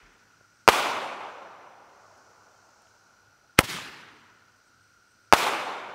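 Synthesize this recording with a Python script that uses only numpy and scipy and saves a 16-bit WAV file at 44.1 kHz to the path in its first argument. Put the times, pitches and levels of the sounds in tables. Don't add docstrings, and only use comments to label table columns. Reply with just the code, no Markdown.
import sys
import numpy as np
from scipy import signal
from scipy.io import wavfile

SR = 44100
rng = np.random.default_rng(int(sys.argv[2]) if len(sys.argv) > 2 else 0)


def int16_out(signal):
    q = np.round(np.clip(np.atleast_2d(signal).T, -1, 1) * 32767)
    wavfile.write(sys.argv[1], SR, q.astype(np.int16))


def magnitude_from_level(level_db):
    exponent = np.asarray(level_db, float) / 20
    return 10 ** exponent


N = 261954
CONTROL_STEP = 32

# (time [s], ground echo delay [ms], echo level [dB], echo length [ms])
BURSTS = [
    (0.67793, 8.38, 13.8, .6),
    (5.32559, 8.26, 10.5, .68),
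]
# (time [s], peak level [dB], shock length [ms])
LIFT = [
    (3.58939, 14, .38),
    (3.58988, 9, .22),
    (3.59028, 0, .2),
    (3.59175, 2, .38),
    (3.5926, -6, .4),
    (3.5931, -8, .5),
]


def at_hz(points, hz):
    table_hz, values = np.array(points).T
    return np.interp(np.log(hz), np.log(table_hz), values)


def rms_one(x):
    return x / np.sqrt(np.mean(x ** 2) + 1e-20)


def resonance(x, hz, width_hz):
    r = np.exp(-np.pi * width_hz / SR)
    zeros = [(1 - r * r) / 2, 0, (r * r - 1) / 2]
    poles = [1, -2 * r * np.cos(2 * np.pi * hz / SR), r * r]
    return signal.lfilter(zeros, poles, x)


def hiss(hz, width_hz, count=2):
    x = rng.standard_normal(N)
    for _ in range(count):
        x = resonance(x, hz, width_hz)
    return rms_one(x)


def drift(rate_hz):
    knots = rng.standard_normal(int(N * rate_hz // SR + 3))
    t = np.arange(N // CONTROL_STEP + 2) * CONTROL_STEP / SR
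    return np.interp(t * rate_hz, np.arange(len(knots)), knots)


def every_sample(slow):
    return np.interp(np.arange(N) / CONTROL_STEP, np.arange(len(slow)), slow)


def add(out, s, sound):
    i = round(s * SR)
    out[i:i + len(sound)] += sound[:N - i]


def decay(db, t60):
    t = np.arange(int(2 * t60 * SR)) / SR
    return t, magnitude_from_level(db - 60 * t / t60)


def damped_sines(rows):
    out = np.zeros(N)
    for s, db, hz, t60 in rows:
        t, fall = decay(db, t60)
        add(out, s, -fall * np.sin(2 * np.pi * hz * t))
    return out


def rounded(wave, db, dull_hz):
    return magnitude_from_level(db) * signal.sosfilt(signal.butter(2, dull_hz, fs=SR, output="sos"), wave)


def shock(db, ms, dull_hz, rear):
    t_ms = np.arange(400) / SR * 1000
    ramp = 1 - 2 * np.minimum(t_ms / ms, 1)
    rear_front = np.clip(1 - (t_ms / ms - 1) / rear, 0, 1)
    return rounded(ramp * rear_front * (t_ms > 0), db, dull_hz)


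def weak_blast(db, ms, dull_hz, fall):
    t = np.arange(400) / SR * 1000 / ms
    return rounded((1 - t) * np.exp(-fall * t), db, dull_hz)


def burst_shocks():
    # (delay [ms], peak level [dB])
    nearby = [
        [(.85, 6), (1.6, -1), (1.9, -4), (3.02, -8), (9.75, 3), (10.7, 2), (12.6, 1)],
        [(.86, 8.6), (1.86, -2.4), (2.5, -8), (3.11, -5), (4.2, -8)],
    ]
    out = np.zeros(N)
    for (s, ground_ms, ground_db, long_ms), returns in zip(BURSTS, nearby):
        add(out, s, shock(17.4, .455, 2430, .7))
        add(out, s + ground_ms / 1000, shock(ground_db, long_ms, 1000, .05))
        for delay_ms, near_db in returns:
            add(out, s + delay_ms / 1000, weak_blast(near_db, .4, 2430, 2.15))
    return out


def lift_shocks():
    out = np.zeros(N)
    for s, db, ms in LIFT:
        add(out, s, shock(db, ms, 3700, .3))
    return out


def flash():
    ahead_s = 3.5885 - np.arange(N) / SR
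    rise_db_per_s = 2501
    gain = magnitude_from_level(-22.5 - rise_db_per_s * np.clip(ahead_s, 0, .1)) * (ahead_s > 0)
    return gain * hiss(1200, 2400)


def after_bursts(rows):
    own_levels_db = [0.8, -1]
    placed = []
    for burst, own_db in zip(BURSTS, own_levels_db):
        placed += [(burst[0] + delay, db + own_db, *rest) for delay, db, *rest in rows]
    return placed


def scatter():
    # (time [s], level [dB], t60 [s], centre [Hz], width [Hz])
    lift_scatter = [(3.59, -41.5, 0.17, 900, 1500), (3.5874, -16.5, 0.016, 1700, 1760),
                    (3.5902, -9.5, .008, 8600, 2506), (3.5904, -9, 0.008, 820, 1100),
                    (3.594, -22, 0.064, 900, 900), (3.594, -31, .03, 9000, 6990),
                    (3.6065, -30, 0.066, 800, 350), (3.63, -31.5, 0.052, 240, 250),
                    (3.745, -33.5, 0.026, 420, 400), (3.6062, -25.5, .012, 9000, 8990)]
    # (delay [s], level [dB], t60 [s], centre [Hz], width [Hz])
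    burst_scatter = [(.0015, -25, 0.017, 1495, 880), (.0094, -11.5, .08, 1000, 650),
                     (0.0084, -16, .02, 1600, 1400), (.0015, -46, 0.055, 6000, 9000),
                     (.0083, -33, .02, 8000, 9000)]
    out, white = np.zeros(N), rng.standard_normal(N)
    for s, db, t60, hz, width_hz in lift_scatter + after_bursts(burst_scatter):
        t, fall = decay(db, t60)
        piece = white[round(s * SR):][:len(t)]
        add(out, s, fall * rms_one(resonance(piece, hz, width_hz)))
    return out


def thumps():
    # (time [s], level [dB], frequency [Hz], t60 [s])
    push = [(3.59, -7, 300, 0.017), (3.5902, -9, 520, .02), (3.5898, -15, 165, 0.035),
            (3.634, -33, 120, .06), (3.741, -37.5, 150, 0.071), (0.028, -50, 39, 0.39)]
    # time [s], level [dB], frequency [Hz], t60 [s]
    tube_ring = (3.59022, -4, 8400, .007)
    # (delay [s], level [dB], frequency [Hz], t60 [s])
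    burst_thump = [(.0085, -24.5, 113.7, 0.027), (.0085, -18, 331, 0.021)]
    return damped_sines(push + [tube_ring] + after_bursts(burst_thump))


def roll(fired_s, belts):
    since = np.arange(N // CONTROL_STEP + 2) * CONTROL_STEP / SR - fired_s
    power = 0
    for delay, build, db, fall in belts:
        t = np.maximum(since - delay, 0)
        power = power + ((1 - np.exp(-t / build)) * magnitude_from_level(db - fall * t)) ** 2
    return np.sqrt(power), np.maximum(since, 0)


def burst_rolls():
    # (delay [s], build-up [s], level around 800 Hz [dB], fall [dB/s])
    belts = [(.022, 0.024, -24.5, 30), (0.023, 2.3, -32, 12.5)]
    roll_levels_db = [0.22, -0.14]
    rolls = []
    for burst, roll_db in zip(BURSTS, roll_levels_db):
        own_belts = [(delay, build, db + roll_db, fall) for delay, build, db, fall in belts]
        rolls.append(roll(burst[0], own_belts))
    return rolls


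def lift_rolls():
    # (delay [s], build-up [s], level around 2500 Hz [dB], fall [dB/s])
    belts = [
        (.006, .002, -38, 899),
        (.044, 0.034, -18, 703),
        (0.079, .03, -29.5, 93),
        (.1, 0.078, -38, 40.5),
    ]
    # (delay [s], build-up [s], level [dB], fall [dB/s])
    earlier_belts = [(.7, .01, -46, 45), (.7, .012, -67, 10)]
    return [roll(-1, earlier_belts), roll(LIFT[0][0], belts)]


def echo_gain(rolls, colour, loss, hz):
    colour_db = at_hz(colour, min(hz, 14000))
    total = 0
    for gain, since in rolls:
        path_s = 1.554 * (1 - np.exp(-since / 1.393))
        total = total + gain * magnitude_from_level(colour_db - at_hz(loss, hz) * path_s)
    return total


def woods_and_air(grain_db, lift_grain_db):
    # (frequency [Hz], level [dB per Hz])
    burst_colour = [(24, -70), (40, -41), (100, -24), (300, -11.5), (480, -6), (850, -1), (1300, -3),
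                    (1750, -10), (2350, -5.5), (3200, -8.5), (4500, -14), (8000, -18.5), (14100, -24)]
    # (frequency [Hz], level [dB per Hz])
    lift_colour = [(24, -55.5), (40, -29.5), (140, -8), (280, -9.5), (400, -11.5), (620, -17), (900, -9.5),
                   (1700, -4), (2300, -6), (3400, -6), (4800, -8.5), (5500, -10), (9000, -15), (14100, -19)]
    # (frequency [Hz], extra loss [dB/s])
    burst_loss = [(60, 11.5), (200, 1.4), (800, 1.5), (1400, 3.5), (2200, 14), (4000, 25), (8000, 43.5),
                  (12000, 62), (16000, 83)]
    lift_loss = [(60, -3.5), (300, -10), (1000, -7.5), (2500, 2.5), (5000, 19), (10000, 41.5), (13000, 48),
                 (16000, 72)]
    # (frequency [Hz], level [dB per Hz])
    air = [(12, -49), (20, -9), (40, -11), (70, -12), (110, -10), (460, -15), (1000, -18), (2000, -18.5),
           (2600, -18.5), (3600, -25.5), (5000, -21), (7000, -27.5), (9200, -33), (16000, -36)]
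    air_db = -64
    out, edges_hz = np.zeros(N), 20 * 2 ** np.arange(0, 9.8, 1 / 4)
    white, lumps = rng.standard_normal((2, N)), drift(70)
    bursts, lifts = burst_rolls(), lift_rolls()
    for k, (low, high) in enumerate(zip(edges_hz, edges_hz[1:])):
        band_pass = signal.butter(2, [low, high], "band", fs=SR, output="sos")
        band = signal.sosfilt(band_pass, white[k % 2])
        hz = np.sqrt(low * high)
        burst = echo_gain(bursts, burst_colour, burst_loss, hz) * magnitude_from_level(17)
        lift = echo_gain(lifts, lift_colour, lift_loss, hz) * magnitude_from_level(16.0)
        grain = 0.43 * lumps + drift(30)
        echo = burst * magnitude_from_level(grain_db * grain) + lift * magnitude_from_level(lift_grain_db * grain)
        still = magnitude_from_level(air_db + 20.5 + at_hz(air, hz))
        out += band * every_sample(np.hypot(echo, still))
    return out


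def swells(rows, rest_db):
    t = np.arange(N) / SR
    power = magnitude_from_level(rest_db) ** 2
    for s, length, db in rows:
        hump = np.cos(np.pi * np.clip((t - s) / length, -.5, .5))
        power = power + (magnitude_from_level(db) * hump) ** 2
    return np.sqrt(power)


def cicadas():
    # (middle [s], length [s], level [dB])
    high_swells = [(.3, 2.4, -75), (1.2, 0.82, -70.5), (2.18, 0.78, -69), (2.75, 1.18, -69.5),
                   (4.62, 0.27, -79)]
    chorus_db = -64.5 - 0.24 * drift(2.0) + .8 * drift(23)
    chorus = every_sample(magnitude_from_level(chorus_db)) * hiss(1410, 270, count=3)
    return chorus + swells(high_swells, -76.5) * hiss(5700, 3500, count=3)


def katydids():
    # (middle [s], length [s], level [dB])
    strokes = [(.1, 0.54, -87), (.7, 0.56, -79), (4.58, .07, -79), (4.67, .07, -77), (4.86, .3, -81),
               (5.15, 0.82, -82)]
    roughness = every_sample(magnitude_from_level(2.5 * drift(35)))
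    return swells(strokes, -88) * roughness * hiss(8300, 800)


def near_crickets():
    # (pitch [Hz], fall [Hz], stroke rate [1/s], level [dB], stroke share at the start [0-1])
    singers = [(5865, 100, 45.27, -70, .8), (5000, 40, 31.65, -75.5, .3), (4200, 60, 30.4, -78.5, .1)]
    wobble_hz, uneven_db, overtone_db = 12, 1.5, -19
    out = 0
    for hz, fall_hz, rate, db, start in singers:
        share = (np.arange(N) / SR * rate + start) % 1
        step_hz = fall_hz * np.tanh(8 * (.62 - share))
        pitch_hz = hz + step_hz + wobble_hz * every_sample(drift(30))
        phase = 2 * np.pi * np.cumsum(pitch_hz) / SR
        tone = np.sin(phase) + magnitude_from_level(overtone_db) * np.sin(2 * phase)
        strength = every_sample(magnitude_from_level(db + uneven_db * drift(25)))
        out = out + strength * np.sin(np.pi * share) ** 2 * tone
    return out


def far_crickets():
    # (centre [Hz], width [Hz], level [dB])
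    bands = [(5840, 400, -84.5), (5550, 590, -80), (4700, 370, -84), (4170, 700, -81)]
    out = np.zeros(N)
    for hz, width_hz, db in bands:
        out += every_sample(magnitude_from_level(db + 1.3 * drift(3.3))) * hiss(hz, width_hz)
    return out


def bird():
    # (time [s], length [s], start pitch [Hz], end pitch [Hz], level [dB])
    calls = [(2.48, .075, 3780, 3380, -76.5), (2.54, 0.06, 3300, 2950, -74)]
    out = np.zeros(N)
    for s, length, start_hz, end_hz, db in calls:
        glide_hz = np.linspace(start_hz, end_hz, int(length * SR))
        tone = np.sin(2 * np.pi * np.cumsum(glide_hz) / SR)
        add(out, s, magnitude_from_level(db) * np.hanning(len(tone)) * tone)
    return out


def ticks():
    # (time [s], peak level [dB], frequency [Hz], t60 [s])
    clicks = [(.411, -45.5, 586, 0.0081), (2.18, -55, 9800, .003), (2.18, -61.5, 13500, .002),
              (2.822, -51.5, 8840, 0.0035), (2.822, -62, 11550, .002), (2.871, -46, 2690, 0.0022),
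              (3.636, -36, 2000, 0.0027), (3.787, -24, 1120, 0.0095)]
    return damped_sines(clicks)


def traffic():
    return magnitude_from_level(-76) * hiss(101, 22)


def scene():
    shots = burst_shocks() + lift_shocks() + flash() + scatter() + thumps()
    echoes = woods_and_air(grain_db=1.5, lift_grain_db=1.6)
    insects = cicadas() + katydids() + near_crickets() + far_crickets()
    return (shots + echoes + insects + bird() + ticks() + traffic())[None]


def band_limit(x):
    return signal.sosfilt(signal.butter(12, 16440, fs=SR, output="sos"), x)


def record(dry):
    top = .965
    bass_cut = signal.butter(2, 48, "high", fs=SR, output="sos")
    top_cut = signal.ellip(9, .3, 45, 15720, fs=SR, output="sos")
    clipped = np.clip(dry, -top, top)
    mix = signal.sosfilt(np.vstack([bass_cut, top_cut]), clipped)
    return band_limit(mix)


dry = scene()
out = record(dry)
int16_out(out)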